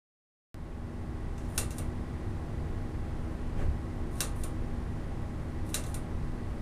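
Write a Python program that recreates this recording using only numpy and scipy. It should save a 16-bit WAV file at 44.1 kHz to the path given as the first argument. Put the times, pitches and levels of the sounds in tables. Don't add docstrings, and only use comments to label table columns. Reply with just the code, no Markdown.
import sys
import numpy as np
from scipy import signal
from scipy.fft import rfft, irfft, next_fast_len
from scipy.io import wavfile
from scipy.ndimage import map_coordinates

SR = 44100
rng = np.random.default_rng(int(sys.argv[2]) if len(sys.argv) > 2 else 0)


def persist_wave(psi):
    counts = np.round(np.clip(psi, -1, 1) * 32767).astype(np.int16)
    wavfile.write(sys.argv[1], SR, np.atleast_2d(counts).T)


N = 291567

# (frequency [Hz], level [dB per Hz])
METAL = [(2000, -23), (4500, -16), (6000, -26), (8000, -10.5), (9200, -2.5), (10500, -8.5), (11500, -14),
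         (12300, -9), (13500, -19), (15500, -24)]
# (frequency [Hz], level [dB per Hz])
HOUSING = [(300, -32), (900, -16), (1600, 0), (2300, -3.5), (3100, -9.5), (3600, 1), (4200, -0.5),
           (4800, -4), (6000, 4), (8000, 1), (14000, -12)]
# (snap time [s], metal trim [dB], housing trim [dB], direct strike [dB],
# most excited resonance [Hz], release time [s], chain level at the snap [dB])
PULLS = [(1.578, 1.5, 0, 3, 9200, 1.783, -53.5), (4.2051, -1, 0.5, 4, 1250, 4.4355, -53),
         (5.743, -1.5, -0.5, 0, 3640, 5.9433, -52.5)]
START_S, TAUT_S = 0.544, 1.3797


def amp(db):
    return 10 ** (np.asarray(db) / 20)


def unit(x):
    return x / np.sqrt(np.mean(x ** 2) + 1e-20)


def clock():
    return np.arange(N) / SR


def along(points, hz):
    freqs, values = np.transpose(points)
    return np.interp(np.log(hz + 1), np.log(freqs + 1), values)


def filtered(x, response):
    size = next_fast_len(len(x) + 8192)
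    return irfft(rfft(x, size) * response(np.fft.rfftfreq(size, 1 / SR)), size)[:len(x)]


def noise(spectrum, size):
    return unit(filtered(rng.standard_normal(size), lambda hz: amp(along(spectrum, hz))))


def fade(t, t60):
    return np.exp(-np.log(1000) * t / t60)


def add(track, s, sound):
    part = track[round(s * SR):][:len(sound)]
    part += sound[:len(part)]


def drift(rate):
    knots = rng.standard_normal(int(N * rate / SR) + 4)
    coarse_t = clock()[::64]
    return np.interp(clock(), coarse_t, map_coordinates(knots, [coarse_t * rate]))


def electronics(hiss_db=-65, whine_hz=8710, whine_db=-84):
    # (frequency [Hz], level [dB per Hz])
    hiss_colour = [(1000, 9), (4500, 6), (6500, 2), (9500, 3.5), (10700, -1), (11050, 3.5), (11400, -6),
                   (13500, -28), (15200, -43)]
    whine = np.sqrt(2) * np.sin(2 * np.pi * whine_hz * clock())
    return amp(hiss_db) * noise(hiss_colour, N) + amp(whine_db) * whine


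def blower(air_db=-36, waver_db=3.5, steady_hz=4):
    # (frequency [Hz], level [dB per Hz])
    air_colour = [(8, -7), (24, 1), (42, -5.5), (90, -2.5), (125, -11), (190, -12.5), (275, -18),
                  (340, -16), (460, -22), (900, -28), (1500, -33.5), (2000, -35.5), (2400, -41),
                  (4000, -49), (14000, -63)]
    # (frequency [Hz], width [Hz], rms level [dB])
    hum_tones = [(25.2, 7, -43), (68.67, 8, -45), (98.25, 9, -47), (143.6, 8, -49), (241.6, 2, -48.5),
                 (315, 9, -53), (357.6, 5, -60), (622, 4, -70.5), (812.4, 2, -61), (1028, 8, -70),
                 (1093, 10, -64.5), (1952, 40, -69)]
    out = amp(air_db) * noise(air_colour, N)
    for hz, width_hz, db in hum_tones:
        phase = 2 * np.pi * np.cumsum(hz + width_hz / 2 * drift(2 * width_hz)) / SR
        swing_db = waver_db * width_hz / (width_hz + steady_hz)
        out += amp(db) * unit(np.sin(phase) * amp(swing_db * drift(2 * width_hz)))
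    return out


def swell(bed, start_db=-5.5, settle_s=0.49, rumble_hz=140, rumble_db=-3):
    unsettled = np.exp(-np.maximum(clock() - START_S, 0) / settle_s)
    rumble = filtered(bed, lambda hz: 1 / (1 + (hz / rumble_hz) ** 6))
    return amp(start_db * unsettled) * (bed - rumble + amp(rumble_db * unsettled) * rumble)


def bump(scuff_s=0.047, thud_s=0.063):
    # (scuff time [s], scuff level [dB], thud time [s], thud level [dB])
    cues = [(3.615, -41, 3.668, -29)]
    # (frequency [Hz], level [dB per Hz])
    scuff_colour = [(30, -27), (150, 0), (550, 0), (900, -12), (2000, -15), (4000, -29), (10000, -35),
                    (15000, -52)]
    # (frequency [Hz], level [dB per Hz])
    thud_colour = [(10, -18), (26, 5), (45, -17), (68, 1), (110, -16), (300, -46), (900, -78)]
    t, out = clock(), np.zeros(N)
    for scuff_at, scuff_db, thud_at, thud_db in cues:
        out += amp(scuff_db) * np.exp(-((t - scuff_at) / scuff_s) ** 2) * noise(scuff_colour, N)
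        out += amp(thud_db) * np.exp(-((t - thud_at) / thud_s) ** 2) * noise(thud_colour, N)
    return out


def room_tail(colour):
    # (frequency [Hz], t60 [s])
    decay_times = [(200, 0.3), (1200, 0.28), (3000, 0.29), (6000, 0.2), (9500, 0.22), (15000, 0.13)]
    hz, t, bands = signal.stft(noise(colour, SR // 2), SR, nperseg=256)
    bands *= fade(t, along(decay_times, hz)[:, None])
    return signal.istft(bands, SR, nperseg=256)[1][:SR // 2]


def slide(length_s, last_db, rise_db_per_s, rub_db=-7, beads_per_s=320, scatter_db=3,
          tick_db=6, tick_t60=0.0044):
    t = np.arange(SR // 2) / SR
    beads = (rng.random(len(t)) < beads_per_s / SR) * amp(scatter_db * rng.standard_normal(len(t)))
    beads[0] = 1
    moving = t <= length_s
    drag = unit(beads[moving]) * amp(last_db + rise_db_per_s * (t[moving] - length_s))
    ticks = [room_tail(colour) * (1 + amp(tick_db) * fade(t, tick_t60)) for colour in (METAL, HOUSING)]
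    metal, housing = [signal.fftconvolve(drag, tick / np.linalg.norm(tick)) for tick in ticks]
    return metal + amp(rub_db) * housing


def chain(draw_s=0.094, return_s=0.082):
    out = np.zeros(N)
    add(out, TAUT_S, slide(length_s=0.096, last_db=-77.5, rise_db_per_s=0, rub_db=9.5))
    for snap_s, *_, release_s, chain_db in PULLS:
        add(out, snap_s - draw_s, slide(draw_s, chain_db, rise_db_per_s=127))
        add(out, release_s - return_s, slide(return_s, last_db=-61, rise_db_per_s=-40))
    return out


def ring(t, hz, t60, width_hz=65, direct_db=7.5, direct_t60=0.028):
    scattered = filtered(rng.standard_normal(len(t)), lambda f: 1 / (1 + ((f - hz) / width_hz) ** 4))
    direct = np.sqrt(2) * np.sin(2 * np.pi * hz * t) * fade(t, direct_t60)
    return unit(scattered) * fade(t, t60) + amp(direct_db) * direct


def contact(shares_db, strike_db=-6, excited_hz=4300, strike_s=0.00091, attack_s=0.0004,
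            crack_db=2.3, flurry_db=1, metal_t60=0.059, housing_t60=0.031,
            tail_db=-4, ring_db=-3, favour_db=4, ceiling_rise_s=0.0088):
    # (frequency [Hz], level [dB], t60 [s])
    modes = [(1200, -19.5, .24), (1530, -16.5, 0.21), (2070, -22, 0.13), (2730, -11, 0.21),
             (3590, -15.5, 0.081), (3920, -12, 0.14), (5930, -26, 0.13), (7070, -14, 0.22),
             (8450, -19, 0.17), (9100, -15, 0.13), (9330, -19, 0.15)]
    # (frequency [Hz], level [dB per Hz])
    ceiling_colour = [(100, 8.5), (300, -6), (600, 1.5), (850, -10.5), (1250, -1.5), (1700, -15),
                      (2400, -12.5), (5000, -38)]
    t = np.arange(SR // 2) / SR
    metal_db, housing_db, ceiling_db = shares_db
    strike = amp(strike_db) * np.exp(-(t / strike_s) ** 4)
    click = np.zeros(len(t))
    for db, colour, hard_db, flurry_t60 in [(metal_db, METAL, -crack_db, metal_t60),
                                            (housing_db, HOUSING, crack_db, housing_t60)]:
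        envelope = amp(hard_db) * strike + amp(flurry_db) * fade(t, flurry_t60)
        click += amp(db) * (envelope * noise(colour, len(t)) + amp(tail_db) * room_tail(colour))
    for hz, db, t60 in modes:
        part_db = housing_db if hz < 5000 else metal_db
        boost_db = favour_db * np.exp(-(np.log(hz / excited_hz) / .1) ** 2)
        click += amp(ring_db + db + part_db + boost_db) * ring(t, hz, t60)
    click += amp(ceiling_db) * room_tail(ceiling_colour) * (1 - np.exp(-t / ceiling_rise_s))
    return click * (1 - np.exp(-t / attack_s))


def switch():
    # (time [s], strength [dB])
    catches = [(1.7066, 2), (4.1834, -13), (5.691, -9), (5.8376, 0), (5.864, -5)]
    # (metal [dB], housing [dB], ceiling [dB])
    taut, catch = (-75, -53.5, -50), (-55, -48, -50)
    snap, ratchet = (-29.5, -30, -33.5), (-42, -47, -40.5)
    out = np.zeros(N)
    add(out, TAUT_S, contact(taut))
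    for snap_s, metal_db, housing_db, strike_db, excited_hz, release_s, _ in PULLS:
        shares_db = np.add(snap, (metal_db, housing_db, housing_db))
        add(out, snap_s, contact(shares_db, strike_db, excited_hz))
        add(out, release_s, contact(ratchet, strike_db=3, excited_hz=2100))
    for catch_s, db in catches:
        add(out, catch_s, amp(db) * contact(catch))
    return out


def scene():
    background = swell(blower() + electronics())
    return (background + switch() + chain() + bump())[None]


def record(dry, tick_db=-31, tick_t60=0.00074, top_hz=15100):
    live = dry[0] * (clock() >= START_S)
    add(live, START_S, amp(tick_db) * fade(np.arange(256) / SR, tick_t60))
    return filtered(live, lambda hz: 1 / (1 + (hz / top_hz) ** 200))[None]


dry = scene()
out = record(dry)
persist_wave(out)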